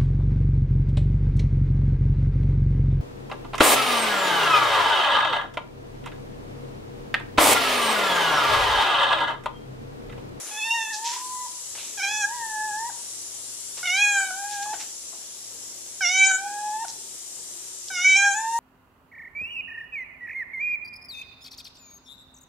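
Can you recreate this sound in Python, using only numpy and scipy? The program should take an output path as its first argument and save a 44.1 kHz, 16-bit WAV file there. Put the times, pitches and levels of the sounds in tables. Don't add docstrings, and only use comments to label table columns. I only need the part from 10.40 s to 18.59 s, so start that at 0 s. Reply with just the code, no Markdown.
import sys
import numpy as np
from scipy import signal
from scipy.fft import irfft
from scipy.io import wavfile
from scipy.ndimage import uniform_filter1d, minimum_filter1d

SR = 44100
rng = np.random.default_rng(int(sys.argv[2]) if len(sys.argv) > 2 else 0)


def invert_db(level):
    return 10 ** (np.asarray(level, dtype=float) / 20)


def file_out(sig):
    cols = np.atleast_2d(sig).T
    lim = np.clip(cols, -1, 1)
    pcm = np.round(lim * 32767).astype(np.int16)
    wavfile.write(sys.argv[1], SR, pcm)


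N = 361179

# frequency [Hz], density [dB per Hz].
LEFT_PORT = [(40, -83), (70, -102.5), (250, -83), (380, -81), (1500, -90), (2500, -88.5), (3000, -84),
             (5300, -81.5), (6000, -75), (7300, -66.5), (8600, -75), (10300, -74.5), (11200, -84),
             (14000, -86.5)]
RIGHT_PORT = [(40, -78.5), (70, -96.5), (250, -83), (380, -81), (1500, -89), (2500, -87), (3000, -82.5),
              (4500, -78), (6000, -69.5), (7300, -80.5), (8600, -83), (10300, -85), (11200, -126.5),
              (14000, -109.2)]
# frequency [Hz], left-right likeness [-1 to 1].
LIKENESS = [(60, -0.78), (150, 0.69), (370, 0.89), (910, 0.73), (2250, 0.33), (5570, -0.3), (13800, 0.34)]
# time [s], level [dB].
HISS = [(0.0, -50), (2.0, -49), (3.06, -49.5), (3.8, -48), (4.75, -51.5), (8.19, -51.5)]
# time [s], level [dB].
HUM = [(0.0, -76), (0.64, -81), (0.9, -68), (3.28, -65), (3.6, -69.5), (8.19, -70)]
# frequency [Hz], T60 [s].
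ROOM_T60 = [(500, .45), (1500, .45), (4000, .3), (9000, .2)]
RUMBLE_DB, RUMBLE_SWAY_DB = -59.5, -1.1
DRONE_DB = -5.5

# time [s], rise [s], fall [s], level [dB], high edge [Hz].
STEPS = [
    (.002, 0.0004, 0.12, -46, 2480),
    (0.067, 0.015, 0.088, -45.5, 4040),
    (1.352, 0.0023, 0.069, -43.5, 4050),
    (2.5, 0.0011, 0.019, -48, 1810),
    (3.377, 0.0054, 0.027, -39.5, 5800),
    (4.335, 0.0025, 0.017, -38, 3570),
]
# time [s], rise [s], fall [s], level [dB], low edge [Hz].
RUSTLES = [
    (0.545, .016, 0.023, -34, 3570),
    (0.668, 0.022, 0.018, -31.5, 2240),
    (.695, 0.0086, 0.071, -34.5, 1590),
    (0.733, 0.011, 0.014, -37.5, 1630),
    (4.129, 0.04, 0.063, -43, 2335),
    (4.233, 0.0087, 0.0079, -39, 2430),
    (4.411, 0.016, 0.023, -37.5, 1440),
    (6.483, 0.00027, 0.00063, -28.5, 2500),
    (6.497, 0.012, 0.014, -39, 3900),
]
# time [s], rise [s], fall [s], level [dB], centre [Hz].
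SCRAPES = [
    (1.39, 0.016, 0.093, -42, 3020),
    (4.259, 0.0021, 0.0099, -41.5, 920),
    (4.731, 0.0065, 0.014, -46.5, 880),
    (7.485, 0.0015, 0.0042, -36.5, 4300),
]
SCUFF_TOP_HZ, SCUFF_BOTTOM_HZ, SCRAPE_SPAN = 6840, 324, 1.35

# time [s], pitch [Hz].
PITCH = [
    [(0.11, 844), (0.225, 854), (0.253, 898.6), (0.357, 929), (0.429, 889), (0.561, 850), (0.653, 923),
     (0.8, 1006), (1.058, 998)],
    [(1.574, 835), (1.61, 759.5), (1.722, 849), (1.806, 846), (1.838, 798), (1.95, 980), (2.06, 886),
     (2.33, 823), (2.492, 971)],
    [(3.429, 728), (3.485, 702.5), (3.62, 828), (3.701, 817), (3.93, 745.5), (3.997, 800), (4.125, 832),
     (4.2, 803), (4.334, 870)],
    [(5.607, 784), (5.66, 695), (5.745, 761), (5.887, 776.8), (5.959, 753), (6.06, 816.7), (6.291, 841.4),
     (6.387, 878), (6.443, 926)],
    [(7.502, 776), (7.579, 710), (7.679, 766), (7.739, 762), (7.783, 794), (7.887, 807.6), (7.931, 783.6),
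     (7.991, 878), (8.187, 935.6)],
]
# time [s], effort [dB], mouth opening [0-1].
EFFORT = [
    [(0.11, -49, 0.74), (0.23, -43.5, 0.97), (0.33, -35, 0.74), (0.43, -39.5, 0.85), (0.54, -44.5, 0.69),
     (0.69, -45, 0.09), (0.83, -50, 0.09), (1.056, -43.5, 0.1)],
    [(1.574, -47.5, 0.83), (1.638, -41.5, .92), (1.79, -39, 0.83), (1.84, -36.5, 0.72),
     (1.872, -41.5, 0.37), (1.96, -42, 0.38), (2.34, -38, 0.39), (2.497, -45, 0.16)],
    [(3.429, -47, 0.77), (3.47, -41, 1), (3.6, -37, 0.95), (3.7, -35.5, 0.69), (3.79, -34, 0.63),
     (3.865, -42, 0.62), (3.913, -42, 0.32), (4.336, -38, 0.22)],
    [(5.607, -43.5, 0.63), (5.635, -40.5, 0.95), (5.84, -34.5, 0.87), (5.917, -33.5, 0.63),
     (5.977, -42.5, 0.53), (6.049, -38.5, 0.18), (6.3, -39.5, 0.09), (6.445, -39, 0.17)],
    [(7.502, -47, 0.57), (7.56, -40.5, 0.82), (7.74, -37.5, 0.99), (7.85, -31.5, 0.6), (7.93, -36, 0.53),
     (8.004, -36, 0.2), (8.13, -37.5, 0.27), (8.187, -36, 0.03)],
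]
# chest tone [dB], throat tone [dB], bright partials [dB], overtones of the hum [dB].
FACING = [
    (2, -6.5, -8, -5),
    (0, 0.5, 1, -12),
    (-1.5, -1, -2, 8),
    (-2.5, -1, 3.0, 10),
    (-1, -1, 1, 9),
]
# time [s], length [s], share of pitch [ratio].
HOOKS = [(0.19, 0.016, 0.035), (0.51, 0.011, 0.06), (0.74, 0.017, 0.027), (1.632, .008, 0.0437),
         (1.612, .008, -.025), (2.262, 0.042, 0.0305), (3.462, .012, 0.045), (7.958, 0.011, 0.031),
         (1.665, 0.0118, -0.0197), (0.71, 0.011, -0.031), (6.105, 0.0192, -.008)]
# time [s], rise [s], fall [s], level [dB].
SURGES = [
    (0.312, .008, .03, 13.5),
    (3.53, 0.009, 0.032, 0.5),
    (3.625, 0.0091, 0.08, 11.5),
    (5.825, 0.039, 0.036, 10),
    (7.647, 0.0029, .16, 10),
    (0.24, 0.014, 0.0067, 5.5),
    (1.634, 0.027, .02, 4.5),
    (5.64, 0.035, 0.0083, 4),
    (7.76, 0.017, 0.0072, 3),
    (0.377, .01, 0.013, 5),
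]
# time [s], length [s], depth [0-1].
BREAKS = [(0.44, 0.024, 0.2), (0.76, 0.021, 0.65), (1.63, 0.11, 0.19), (3.818, 0.01, 0.28),
          (3.909, 0.0031, 0.9), (4.332, 0.0055, 0.5), (5.913, 0.0092, 0.33), (6.44, 0.0032, 0.2),
          (7.856, 0.0065, 0.2), (7.72, 0.04, 0), (3.463, 0.018, 0.27)]
CHOKES = {1: [(0.205, 0.252, -8.5), (0.361, 0.376, -10), (1.606, 1.627, -17), (5.957, 5.982, -10),
          (0.745, 0.765, -19), (7.515, 7.76, -12.5)], 2: [(0.3, .345, -18), (0.74, .91, -14),
          (1.815, 1.856, 2.5), (1.89, 2.03, -7), (3.805, 3.83, -18), (3.85, 3.875, -11), (5.7, 5.76, -1.5),
          (6.02, 6.08, -12), (7.62, 7.645, -12)]}
CHOKE_EDGE_S = 0.004
# frequency [Hz], gain [dB].
MOUTH = [(2000, 15), (2500, 6), (3100, 2.5), (3900, 1.5), (4700, 3), (5200, -87)]
HUM_COLOUR = 0.47
SNAP_DROP = [0.028, 0.18, 0.13, 0.23, 0.053]
SNAP_S = 0.0163
LIPS_SPREAD_HZ = [6440, 7500, 8000, 7800, 6940]
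LIPS_WIDE_HZ, LIPS_S = 5470, 0.48
LIPS_SHUT_S = [.46, 1.86, 3.88, 5.96, 8.0]
LIPS_FADE_S, LIPS_SHUT_DB = 0.06, -16
JAW_SHUT_HZ, JAW_OPEN_HZ, JAW_SHARPNESS, JAW_STEEPNESS = 800, 2590, 4.78, 0.8
CHEST_DB, THROAT_DB = 0.5, 1.5
MOUTH_SHUT_DB, MOUTH_OPEN_DB = -28.5, 18
BRIGHT_SHUT_DB, BRIGHT_OPEN_DB = -3, 9.0
BRIGHT_FROM, BRIGHT_FULL = 0.1, 1


def evened(x):
    return x / np.sqrt(np.mean(x ** 2) + 1e-20)


def read(points, hz):
    f, value = np.transpose(points)
    return np.interp(np.log(hz + 1), np.log(f + 1), value)


def curve(points, t):
    return np.interp(t, *np.transpose(points))


def add(mix, s, sound):
    part = mix[..., max(round(s * SR), 0):][..., :sound.shape[-1]]
    part += sound[..., :part.shape[-1]]


def wander(length, hz):
    size = int(SR / hz)
    return evened(uniform_filter1d(uniform_filter1d(rng.standard_normal(length), size), size))


def bump(t, at_s, width_s):
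    return np.exp(-((t - at_s) / width_s) ** 2)


def pair(z, hz):
    same = np.clip(read(LIKENESS, hz), -1, 1)[:, None]
    return np.array([z[0], same * z[0] + np.sqrt(1 - same ** 2) * z[1]])


def floor():
    frames, hz = N // 256 + 5, np.fft.rfftfreq(1024, 1 / SR)
    a, b, c, d, patches, streaks = rng.standard_normal((frames, 513, 6)).T
    patches = evened(uniform_filter1d(uniform_filter1d(patches, 6, 0), 20, 1))
    streaks = evened(uniform_filter1d(uniform_filter1d(streaks, 2, 0), 120, 1))
    t = (np.arange(frames) - 2) * 256 / SR
    low = 1 / (1 + (hz[:, None] / 900) ** 2)
    sway = np.repeat(wander(frames // 8 + 1, SR / 4), 8)[:frames]
    rumble_db = RUMBLE_DB + 52.5 + RUMBLE_SWAY_DB * sway
    hiss_db = curve(HISS, t) + 44.7
    swell_db = low * rumble_db + (1 - low) * hiss_db
    streak_db = 3.54 * streaks * np.clip(hz[:, None] / 4500 - 0.8, 0, 1)
    z = pair([a + 1j * b, c + 1j * d], hz) * invert_db(swell_db + patches + streak_db)
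    z *= invert_db(np.array([read(LEFT_PORT, hz), read(RIGHT_PORT, hz)]) + 22.0)[:, :, None]
    return signal.istft(z, nperseg=1024, noverlap=768)[1][:, :N]


def appliance():
    t = np.arange(N) / SR
    hum_db = curve(HUM, t)
    hum = invert_db(hum_db + 2.9 * wander(N, 11)) * np.sin(2 * np.pi * 120 * t + 1.9 * wander(N, 11))
    overtone = invert_db(-66 + 4 * wander(N, 5)) * np.sin(2 * np.pi * 365 * t + 3 * wander(N, 14))
    noise = rng.standard_normal((3, N))
    band = signal.butter(2, [60, 105], btype="band", fs=SR, output="sos")
    drone = signal.sosfilt(band, noise[0] + 0.55 * noise[1:])
    drift = invert_db(-64) * np.sin(2 * np.pi * 27 * t + 0.8 * wander(N, 9)) * [[1], [-1]]
    return hum + overtone + invert_db(hum_db + DRONE_DB) * evened(drone) + drift


def scuff(s, rise, fall, db, low_hz, high_hz):
    t = np.arange(-3 * rise, 6 * fall, 1 / SR)
    z = rng.standard_normal((3, 12000))[:, :len(t)]
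    t = t[:z.shape[1]]
    grit = invert_db(2.5 * np.clip(evened(uniform_filter1d(z[2], 90)), -2, 2))
    band = signal.butter(3, [low_hz, high_hz], btype="band", fs=SR, output="sos")
    noise = signal.sosfilt(band, (z[0] + 0.5 * z[:2] * [[0], [1]]) * grit)
    shape = np.where(t < 0, np.exp(-(t / rise) ** 2), np.exp(-t / fall))
    return s + t[0], invert_db(db) * evened(noise) * shape


def scuffs():
    mix = np.zeros((2, N))
    for *row, low_hz in RUSTLES:
        add(mix, *scuff(*row, low_hz, SCUFF_TOP_HZ))
    for *row, high_hz in STEPS:
        add(mix, *scuff(*row, SCUFF_BOTTOM_HZ, high_hz))
    for *row, hz in SCRAPES:
        add(mix, *scuff(*row, hz / SCRAPE_SPAN, hz * SCRAPE_SPAN))
    return ports(mix, lean=0.48, peak=0.48)


def jaw(hz, opening):
    u = hz / (JAW_SHUT_HZ * (JAW_OPEN_HZ / JAW_SHUT_HZ) ** opening)
    return -10 * JAW_STEEPNESS * np.log10((1 - u ** 2) ** 2 + (u / JAW_SHARPNESS) ** 2)


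def choke(t, partial):
    return sum(db * np.clip(np.minimum(t - a, b - t) / CHOKE_EDGE_S, 0, 1) for a, b, db in CHOKES[partial])


def upper_partials(t, hz, k, effort_db, opening, facing, spread_hz, shut_s):
    chest, throat, bright_facing_db, hum_facing_db = facing
    mouth_db = effort_db + np.interp(opening, [0, 1], [MOUTH_SHUT_DB + hum_facing_db, MOUTH_OPEN_DB])
    lips_db = LIPS_SHUT_DB * np.clip((t - shut_s) / LIPS_FADE_S, 0, 1)
    open_db = np.interp(opening, [BRIGHT_FROM, BRIGHT_FULL], [BRIGHT_SHUT_DB, BRIGHT_OPEN_DB])
    bright_db = effort_db + bright_facing_db + lips_db + open_db
    climb = np.minimum((t - t[0]) / LIPS_S, 1) ** 1.14
    bright_hz = LIPS_WIDE_HZ + (spread_hz - LIPS_WIDE_HZ) * climb
    mouth = invert_db(read(MOUTH, k * hz) * np.interp(opening, [0.2, 0.7], [HUM_COLOUR, 1]))
    bright = 1 / (1 + ((k * hz - bright_hz) / 1100) ** 2) ** 1.58
    level = np.sqrt(2) * invert_db(mouth_db) * mouth / np.linalg.norm(mouth, axis=0)
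    level = level + np.sqrt(2) * invert_db(bright_db) * bright / np.linalg.norm(bright, axis=0)
    level = level * (1 - 0.9 / (1 + ((k * hz - 4450) / 600) ** 2))
    surge_db = sum(db * bump(t, at, np.where(t < at, rise, fall)) for at, rise, fall, db in SURGES)
    flicker_db = np.minimum(k - 2.2, 3.4) * np.array([wander(len(t), 70) for _ in k])
    return level * invert_db(surge_db * (k == 3) + flicker_db)


def meow(pitch, effort, facing, spread_hz, shut_s, drop):
    end_s = pitch[-1][0] + SNAP_S
    t = np.arange(pitch[0][0], end_s, 1 / SR)
    at, *columns = np.transpose(effort)
    effort_db, opening = (np.interp(t, at, c) for c in columns)
    snap = drop * np.clip(2 * (t - pitch[-1][0]) / SNAP_S, 0, 1)
    hook = sum(share * bump(t, at, length) for at, length, share in HOOKS)
    creak = sum(depth * bump(t, at, length) for at, length, depth in BREAKS)
    hz = uniform_filter1d(curve(pitch, t) * (1 - snap + hook), 220)
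    jitter = 0.003 * wander(len(t), 40) + (0.0035 + 0.025 * creak) * wander(len(t), 400)
    turns = np.cumsum(hz * (1 + jitter)) / SR

    k = np.arange(3, 14)[:, None]
    upper = upper_partials(t, hz, k, effort_db, opening, facing, spread_hz, shut_s)
    voice = (upper * np.cos(2 * np.pi * k * turns - 0.233 * k ** 2)).sum(0)
    chest_db = effort_db + CHEST_DB + facing[0] + choke(t, 1) + jaw(hz, opening)
    throat_db = effort_db + THROAT_DB + facing[1] + choke(t, 2) + jaw(2 * hz, opening)
    voice += np.sqrt(2) * invert_db(chest_db + 1.1 * wander(len(t), 15)) * np.cos(2 * np.pi * turns)
    voice += np.sqrt(2) * invert_db(throat_db + 3.1 * wander(len(t), 38)) * np.cos(4 * np.pi * turns - 1.2)
    envelope = np.minimum((t - t[0]) * 400, 1) * np.minimum((end_s - t) * 170, 1) ** 2
    return t[0], voice * (1 + (0.023 + creak) * wander(len(t), 314)) * envelope


def meows():
    cat = np.zeros(N)
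    for call in zip(PITCH, EFFORT, FACING, LIPS_SPREAD_HZ, LIPS_SHUT_S, SNAP_DROP):
        add(cat, *meow(*call))
    return cat


def room(x):
    taps = np.zeros((2, SR // 2))
    slots = np.arange(260, SR // 2 - 20, 20)
    at = slots + rng.integers(0, 20, (2, len(slots)))
    np.put_along_axis(taps, at, rng.choice([-1., 1.], at.shape), 1)
    hz, t, z = signal.stft(taps, SR, nperseg=256)
    decay = invert_db(-60 * t / read(ROOM_T60, hz)[:, None])
    tail = signal.istft(pair(z, hz) * decay, SR, nperseg=256)[1]
    return signal.oaconvolve(x[None], tail / np.linalg.norm(tail[0]), axes=1)[:, :N]


def ports(x, lean, peak):
    hz = np.fft.rfftfreq(1024, 1 / SR)
    left, right = read(LEFT_PORT, hz), read(RIGHT_PORT, hz)
    lift_db = np.maximum((left + right) / 2 - read(LEFT_PORT, 3000), 0) * (hz > 3000)
    gain = invert_db(peak * lift_db + lean * np.array([left - right, right - left]) / 2)
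    taps = np.roll(irfft(gain), 512, axis=1) * np.hanning(1024)
    return signal.oaconvolve(x, taps, "same", axes=1)


def mask(x, below_db, cut_db):
    hz, _, z = signal.stft(x, SR, nperseg=1024)
    level_db = 10 * np.log10(uniform_filter1d(abs(z) ** 2, 5, axis=1) + 1e-14)
    near_db = -minimum_filter1d(-level_db, size=17, axis=1, origin=6)
    hidden = level_db < near_db - read(below_db, hz)[:, None]
    return signal.istft(z * invert_db(-cut_db * hidden), SR, nperseg=1024)[1][:, :N]


def scene():
    steps = scuffs()
    cat = meows()
    echo = room(invert_db(-12) * cat + invert_db(-7) * steps.mean(0))
    return ports(cat + echo, lean=1.0, peak=0) + steps + floor() + appliance()


def low_pass(x):
    return signal.sosfilt(signal.butter(12, 14390, fs=SR, output="sos"), x)


def record(dry):
    edge = signal.firwin(511, 14170, window=("kaiser", 9), fs=SR)
    limited = signal.oaconvolve(dry, edge[None], "same")
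    below_db = [(900, 45), (1300, 36), (2000, 27), (4300, 23), (5000, 50)]  # (Hz, dB)
    clean = mask(limited, below_db, cut_db=22)
    return low_pass(clean)


dry = scene()
out = record(dry)
file_out(out)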